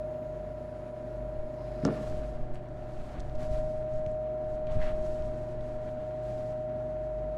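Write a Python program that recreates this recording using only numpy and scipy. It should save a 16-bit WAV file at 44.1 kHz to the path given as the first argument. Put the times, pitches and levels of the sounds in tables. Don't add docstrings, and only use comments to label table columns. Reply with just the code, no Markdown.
import sys
import numpy as np
from scipy import signal
from scipy.fft import rfft, irfft
from scipy.io import wavfile

SR = 44100
rng = np.random.default_rng(int(sys.argv[2]) if len(sys.argv) > 2 else 0)


def file_out(sig):
    cols = np.atleast_2d(sig).T
    lim = np.clip(cols, -1, 1)
    pcm = np.round(lim * 32767).astype(np.int16)
    wavfile.write(sys.argv[1], SR, pcm)


N = 325017

# frequency in Hz, relative density in dB.
AIR_SPECTRUM = [(15, -32.5), (25, -10), (80, -7.5), (126, -10), (193, -10), (350, -10.5), (540, -16.5),
                (700, -15), (900, -20), (1140, -27.5), (1760, -30), (3300, -50), (8100, -62.5),
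                (15900, -81.5)]
# centre in Hz, width in Hz, level in dB.
DUCT_MODES = [(249, 8.6, -56), (318, 40, -59.5), (197, 22, -61), (1360, 140, -70)]
# time in seconds, level in dB.
BOOM_LEVEL = [(0.0, -44), (0.18, -58), (0.3, -44.5), (1.0, -51.5), (1.23, -39.5), (1.55, -48.5),
              (1.72, -40.5), (1.95, -45), (2.28, -37), (2.54, -50), (3.5, -41), (3.65, -49), (5.3, -43),
              (6.14, -52.5), (6.27, -42), (6.46, -53.5), (7.28, -38.5), (7.37, -45)]
# time in seconds, level in dB.
WHINE_LEVEL = [(0.0, -36), (0.5, -41), (0.8, -43), (1.25, -39), (1.6, -41), (1.9, -38), (2.22, -38.5),
               (2.54, -50.5), (2.85, -44), (3.26, -53), (3.37, -39.5), (3.57, -32.5), (3.78, -35),
               (4.06, -33), (4.6, -34.5), (5.05, -33.5), (5.5, -39), (6.5, -35), (7.37, -35)]
# time in seconds, pitch in Hz.
WHINE_PITCH = [(0.0, 619.3), (.5, 619.6), (.7, 618.9), (1.2, 619.6), (1.7, 618.7), (1.9, 619.4),
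               (2.3, 618.9), (2.5, 619.6), (2.9, 617.8), (3.3, 619.7), (4.05, 620.1), (4.65, 618.3),
               (5.05, 619.6), (5.4, 617.7), (5.7, 617.9), (6.5, 619.8), (6.8, 619.6), (7.37, 618.2)]
STEADY_ORDERS = [(0, 1), (0, 2), (0, 3), (0, 4), (-1, 1), (1, 1), (20, 0), (24, 0), (23, 1)]
STEADY_LEVELS_DB = [-48.5, -59.5, -56.5, -64, -57, -54, -69.5, -67.5, -65.5]
SIDE_ORDERS = [(21, 0), (22, 1), (23, 0), (21, 1), (0, 5), (22, 3)]
# time in seconds, then the level of each side line in dB.
SIDE_LEVELS = [(0.0, -48, -60, -63, -56, -54, -64), (0.75, -48, -66, -63, -56.5, -62, -63.5),
               (1.44, -48, -60.5, -60, -60, -62, -63.5), (1.9, -48, -55, -56, -60, -58, -67),
               (2.3, -50.5, -55.5, -58, -58, -56, -67), (2.9, -52, -57, -55, -59, -62, -73),
               (3.25, -51, -55, -56, -57, -57, -68), (3.5, -51, -50, -56, -61, -54, -65),
               (3.8, -55, -53.5, -60, -61, -55, -66.5), (4.3, -59.5, -50.5, -59, -55.5, -58, -65.5),
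               (4.9, -59, -52, -52, -57.5, -54.5, -64), (5.5, -55, -56, -57, -61, -52, -65),
               (6.36, -66, -50, -59, -59.5, -54, -68), (7.37, -62.5, -53.5, -55.5, -62, -54.5, -66)]
# time in seconds, phase lead in radians.
UPPER_LEAD = [(0, 0), (2.1, 0), (2.6, -1.8), (3.3, -1.6), (3.9, 2.4), (7.37, 2.3)]
# centre in Hz, width in Hz, level in dB, change in dB when deep in the dish,
# change in dB when lifted.
FLAME_BANDS = [(4060, 650, -89, 1, 13), (4980, 800, -88, 0, 13), (6770, 500, -88, 0.5, -3),
               (9400, 800, -92, 5, -1), (10000, 250, -89, -7, 2), (11000, 800, -91, -2, -3),
               (11950, 400, -93.5, -5, 0), (12750, 180, -97, -1, 1)]
# frequency in Hz, relative density in dB.
BRIGHT_SPECTRUM = [(1500, -18), (2500, -4), (4400, -3), (7000, -6), (10700, -14), (15900, -28.5)]
DULL_SPECTRUM = [(500, -5), (1000, -2), (1700, -6), (3000, -15), (4700, -23.5)]
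# start in seconds, length in seconds, bright level in dB, dull level in dB.
CLOTH_SWELLS = [(1.6, 0.73, -72.5, -62.5), (1.84, 0.14, -69, -51), (1.98, 0.22, -64.5, -57),
                (2.14, 0.19, -67.5, -66), (2.33, 0.081, -77, -64), (2.54, 0.044, -73, -58),
                (2.74, 0.28, -74, -65), (2.93, 0.3, -69, -60), (3.14, 0.073, -79, -54),
                (3.21, 0.25, -73.5, -74), (3.39, 0.09, -62.5, -54.5), (3.5, 0.14, -63, -60),
                (3.64, 0.17, -69, -81), (3.88, 0.14, -72.5, -65), (4.07, 0.049, -78.5, -70),
                (4.48, 0.1, -72, -68.5), (4.675, 0.13, -84, -55.5), (4.71, 0.058, -63.5, -62),
                (4.79, 0.14, -64, -49.5), (4.93, 0.35, -66, -60.5), (5.32, 0.3, -72, -67.5),
                (5.6, 0.19, -72, -63), (5.79, 0.15, -72, -61.5), (5.93, 0.3, -76.5, -63.5),
                (6.225, 0.1, -68, -62), (6.3, 0.22, -69.5, -64)]
# start in seconds, length in seconds, level in dB.
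JOSTLES = [(1.36, 0.11, -37), (1.78, 0.1, -45), (2.05, 0.16, -35), (2.34, 0.081, -35.5), (2.75, 0.37, -39),
           (3.14, 0.78, -35.5), (3.74, 0.061, -33.5), (3.93, 0.11, -37), (4.07, 0.076, -38.5),
           (4.45, 0.17, -39), (4.68, 0.43, -31), (5.17, 0.16, -35.5), (5.37, 0.2, -39.5),
           (5.55, 0.42, -41.5), (6.3, 0.28, -44)]
# start in seconds, level in dB, pitch in Hz, T60 in seconds.
TICKS = [(1.828, -27, 1500, 0.0036), (1.851, -13.5, 5440, 0.0018), (1.8535, -28, 4930, 0.0026),
         (1.856, -42, 3460, 0.028), (1.864, -47.5, 4800, 0.05), (2.539, -54, 7050, .006),
         (2.545, -56, 8400, 0.054), (2.556, -41, 2300, 0.008), (2.557, -53, 9000, 0.0073),
         (2.687, -53, 6000, .006), (3.154, -36, 2000, .002), (3.197, -44.5, 4500, 0.0097),
         (3.202, -45, 4500, 0.032), (3.297, -28, 3500, 0.0011), (3.352, -50, 3980, 0.032),
         (3.406, -28, 4000, 0.0013), (4.063, -26, 2300, 0.0024), (4.064, -39.5, 5940, 0.002),
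         (4.668, -49.5, 2600, 0.068), (5.223, -31, 2980, 0.0034), (5.609, -36, 3500, 0.0024)]
# start in seconds, level in dB, pitch in Hz, 1 for push or -1 for pull.
KNOCKS = [(2.093, -21, 60, 1), (2.409, -20.5, 16, 1), (2.50, -23, 9.1, 1), (3.146, -31.5, 250, 1),
          (3.17, -29, 140, -1), (3.196, -31, 240, -1), (3.186, -25, 39, 1), (3.345, -21, 8.8, 1),
          (3.512, -19.5, 50, -1), (3.541, -21, 39, 1), (3.58, -21.5, 22, -1), (4.07, -24, 98, 1),
          (4.755, -22, 90, 1), (4.761, -20, 68, -1), (4.77, -16, 100, -1), (4.786, -19.5, 42, -1),
          (4.803, -24, 7.2, 1), (4.85, -26, 17, -1), (5.01, -22.5, 38, -1), (5.222, -34, 19, -1)]
# start in seconds, length in seconds, level in dB.
CRACKLES = [(3.927, .07, -44), (4.073, 0.048, -47)]
# time in seconds, strength in dB, contact cut-off in Hz.
BLOWS = [(1.8322, -13.5, 220), (1.8502, -13.5, 3500), (1.8517, -11.5, 350), (1.861, -17.5, 500),
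         (1.875, -20, 1800), (1.885, -17, 1800), (1.9049, -24, 1800), (1.925, -25, 900)]
# frequency in Hz, relative level in dB, T60 in seconds.
BENCH_MODES = [(152.5, 1, 0.077), (215.1, -4.5, 0.2), (273.6, -0.5, 0.23), (358, 1, 0.066),
               (470, -3.5, 0.062), (530, -10, 0.11), (656, -2, 0.024), (870, -12, 0.047), (1040, -10, 0.03),
               (1180, -10.5, 0.04), (1377, -8, 0.031), (1780, -11.5, 0.03), (2250, -21, 0.042),
               (2860, -18, 0.032)]

FLAME_OFF_S = 2.05
TIME_S = np.arange(N) / SR


def amp(db):
    return 10 ** (np.asarray(db) / 20)


def unit_rms(x):
    return x / np.sqrt(np.mean(x ** 2) + 1e-20)


def curves(rows):
    times_s, *columns = np.transpose(rows)
    return [np.interp(TIME_S, times_s, column) for column in columns]


def drift(rate_hz):
    hop, settle = 40, 2000
    pole = np.exp(-2 * np.pi * hop * rate_hz / SR)
    noise = rng.standard_normal(N // hop + settle + 2)
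    slow = signal.lfilter([1], [1, -2 * pole, pole * pole], noise)[settle:]
    return np.interp(np.arange(N) / hop, np.arange(len(slow)), unit_rms(slow))


def colour(x, spectrum):
    hz, level_db = np.transpose(spectrum)
    grid_hz = np.fft.rfftfreq(N, 1 / SR) + 1
    gain = amp(np.interp(np.log(grid_hz), np.log(hz), level_db, -90, -90))
    return unit_rms(irfft(rfft(x) * gain, N))


def resonant_noise(hz, width_hz):
    radius = np.exp(-np.pi * width_hz / SR)
    poles = [1, -2 * radius * np.cos(2 * np.pi * hz / SR), radius ** 2]
    once = signal.lfilter([1, 0, -1], poles, rng.standard_normal(N + SR))
    return unit_rms(signal.lfilter([1, 0, -1], poles, once)[SR:])


def ring(clicks, hz, t60_s):
    radius, step_rad = amp(-60 / (t60_s * SR)), 2 * np.pi * hz / SR
    poles = [1, -2 * radius * np.cos(step_rad), radius ** 2]
    return signal.lfilter([0, np.sin(step_rad)], poles, clicks + 1e-18)


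def add(out, start_s, piece):
    i = round(start_s * SR)
    out[i:i + len(piece)] += piece[:N - i]


def swell_power(rows, rise_share=.45, fall_share=.7):
    power = 0
    for start_s, length_s, *levels_db in rows:
        rise = (TIME_S - start_s) / (rise_share * length_s)
        fall = (start_s + length_s - TIME_S) / (fall_share * length_s)
        swell = np.clip(.5 + np.minimum(rise, fall), 0, 1)
        power += np.outer(amp(levels_db), swell) ** 2
    return power


def room(x, t60_s=1):
    t = np.arange(round(t60_s * SR)) / SR
    tail = rng.standard_normal(len(t)) * amp(-60 * t / t60_s) * (t > .006)
    return signal.fftconvolve(x, tail / np.sqrt(np.sum(tail ** 2)))[:N]


def electronic_whine(base_hz=400, first_db=-98, fall_db=.55):
    multiples = [11, 14, 17, 19, 22, 24, 25, 27, 29, 32, 34, 35, 37]
    base_rad = 2 * np.pi * base_hz * TIME_S
    return sum(np.sqrt(2) * amp(first_db - fall_db * (k - multiples[0])) * np.sin(k * base_rad + k * k)
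               for k in multiples)


def fan_air(rush_db=-48.5):
    rush = amp(rush_db + .8 * drift(3)) * colour(rng.standard_normal(N), AIR_SPECTRUM)
    duct = sum(amp(level_db) * resonant_noise(hz, width_hz) for hz, width_hz, level_db in DUCT_MODES)
    return rush + duct


def room_boom(hz=48.3, waver_hz=1.5):
    phase_rad = 2 * np.pi * np.cumsum(hz + waver_hz * drift(3.2)) / SR
    return np.sqrt(2) * amp(curves(BOOM_LEVEL)[0]) * np.sin(phase_rad)


def fan_motor(rotor_slots=22, mains_hz=60):
    shaft_rad = 2 * np.pi * np.cumsum(curves(WHINE_PITCH)[0]) / rotor_slots / SR
    field_rad = 2 * np.pi * 2 * mains_hz * TIME_S
    lines = [((rotor_slots, 0), curves(WHINE_LEVEL)[0])]
    lines += zip(SIDE_ORDERS, curves(SIDE_LEVELS))
    lines += [(orders, db + 2.2 * drift(1.2)) for orders, db in zip(STEADY_ORDERS, STEADY_LEVELS_DB)]
    offsets_rad = list(rng.uniform(0, 2 * np.pi, len(lines)))
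    whine, lower, upper = 0, 1, 3
    offsets_rad[upper] = 2 * offsets_rad[whine] - offsets_rad[lower] + curves(UPPER_LEAD)[0]
    return sum(np.sqrt(2) * amp(db) * np.sin(order * shaft_rad + multiple * field_rad + offset_rad)
               for ((order, multiple), db), offset_rad in zip(lines, offsets_rad))


def torch_flame(deep_from_s=.66, deep_until_s=1.1, lift_s=1.55, waver_db=2.5):
    burning = np.clip((FLAME_OFF_S - TIME_S) / .12, 0, 1)
    lifted = np.clip((TIME_S - lift_s) / .031, 0, 1)
    deep = np.clip(np.minimum(TIME_S - deep_from_s, deep_until_s - TIME_S) / .08, 0, 1)
    hiss = np.zeros(N)
    for hz, width_hz, level_db, deep_db, lift_db in FLAME_BANDS:
        band_db = level_db + deep_db * deep + lift_db * lifted + waver_db * drift(3)
        hiss += amp(band_db) * resonant_noise(hz, width_hz)
    return burning * hiss


def rustle(spectrum, snaps_per_s, snaps_db):
    sizes = amp(4.5 * np.minimum(rng.exponential(1, N), 3)) * rng.standard_normal(N)
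    snaps = sizes * (rng.random(N) < snaps_per_s / SR)
    return colour(rng.standard_normal(N) + amp(snaps_db) * unit_rms(snaps), spectrum)


def cloth(bright_floor_db=-77.5, dull_floor_db=-63, torch_hiss_db=-83):
    bright_power, dull_power = swell_power(CLOTH_SWELLS)
    bright_power += amp(bright_floor_db) ** 2 + (TIME_S < FLAME_OFF_S) * amp(torch_hiss_db) ** 2
    dull_power += amp(dull_floor_db) ** 2
    bright = amp(1.3 * drift(9)) * rustle(BRIGHT_SPECTRUM, snaps_per_s=900, snaps_db=-10)
    dull = amp(1.5 * drift(25)) * rustle(DULL_SPECTRUM, snaps_per_s=500, snaps_db=-9)
    return np.sqrt(bright_power) * bright + np.sqrt(dull_power) * dull


def mic_jostle(held_db=-63):
    spectrum_hz_db = [(5, -3), (12, 2.5), (30, -12.5), (60, -20), (150, -21), (300, -35.5)]
    rumble = colour(rng.standard_normal(N), spectrum_hz_db)
    power = swell_power(JOSTLES)[0] + amp(held_db) ** 2
    return np.sqrt(power) * amp(1.7 * drift(26)) * rumble


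def mic_knocks():
    out = np.zeros(N)
    t = np.arange(SR // 2) / SR
    for start_s, level_db, hz, direction in KNOCKS:
        rebound = np.exp(-hz * t / .55) * np.sin(2 * np.pi * hz * t)
        add(out, start_s, direction * amp(level_db) * rebound)
    return out


def tick(hz, t60_s, scratch_share, cutoff_hz=9800):
    t = np.arange(SR // 5) / SR
    band = signal.butter(2, [hz / 1.5, min(hz * 1.5, .45 * SR)], "band", fs=SR, output="sos")
    noise = unit_rms(signal.sosfilt(band, rng.standard_normal(len(t))))
    onset = np.sin(np.pi / 2 * np.minimum(t * hz / 1.5, 1)) ** 2
    body = (1 - scratch_share) * np.sin(2 * np.pi * hz * t) + .6 * scratch_share * noise
    lowpass = signal.butter(6, cutoff_hz, fs=SR, output="sos")
    return signal.sosfilt(lowpass, onset * amp(-60 * t / t60_s) * body)


def handling_ticks(all_scratch_s=.008):
    out = np.zeros(N)
    for start_s, level_db, hz, t60_s in TICKS:
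        add(out, start_s, amp(level_db) * tick(hz, t60_s, min(t60_s / all_scratch_s, 1)))
    return out


def crackle(gap_s=.01, nominal_hz=6100, max_ticks=12):
    out = np.zeros(N)
    for start_s, length_s, level_db in CRACKLES:
        late, softness, pitch = rng.random((max_ticks, 3)).T
        for k in np.flatnonzero(np.arange(max_ticks) * gap_s < length_s):
            snap = tick(nominal_hz * (.8 + .5 * pitch[k]), t60_s=.003, scratch_share=.5)
            add(out, start_s + (k + late[k]) * gap_s, amp(level_db - 8 * softness[k]) * snap)
    return out


def valve_squeak(start_s=1.575, length_s=.051, level_db=-51, start_hz=880, glide_hz_per_s=3500):
    t = TIME_S - start_s
    tone = np.sin(2 * np.pi * (start_hz * t + glide_hz_per_s * t ** 2 / 2)) * amp(2.5 * drift(45))
    return np.sqrt(swell_power([(start_s, length_s, level_db)])[0]) * tone


def scrape(start_s=4.805, length_s=.08, level_db=-52.5):
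    noise = resonant_noise(hz=1800, width_hz=1200) * amp(3.5 * drift(90))
    return np.sqrt(swell_power([(start_s, length_s, level_db)])[0]) * noise


def bench_thud(trim_db=-8.5):
    times_s, strength_db, contact_hz = np.transpose(BLOWS)
    scatter_db = rng.normal(0, 1.5, (len(BLOWS), len(BENCH_MODES)))
    out = np.zeros(N)
    for k, (hz, level_db, t60_s) in enumerate(BENCH_MODES):
        drive = amp(strength_db + level_db + trim_db + scatter_db[:, k])
        clicks = np.zeros(N)
        clicks[(times_s * SR).astype(int)] = drive / (1 + (hz / contact_hz) ** 2)
        polarity = -(-1) ** max(k, 1)
        out += polarity * ring(clicks, hz, t60_s)
    return signal.sosfilt(signal.butter(3, [115, 5500], "band", fs=SR, output="sos"), out)


def scene(room_db=-6):
    thud = bench_thud()
    background = fan_motor() + fan_air() + room_boom() + electronic_whine()
    flame = torch_flame()
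    handling = cloth() + mic_jostle() + mic_knocks()
    handling += handling_ticks() + crackle() + valve_squeak() + scrape()
    return (background + flame + handling + thud + amp(room_db) * room(thud))[None]


def record(dry, hiss_db=-88, cutoff_hz=15700):
    hiss = amp(hiss_db) * rng.standard_normal(dry.shape)
    return signal.sosfilt(signal.ellip(12, .5, 60, cutoff_hz, fs=SR, output="sos"), dry + hiss)


dry = scene()
out = record(dry)
file_out(out)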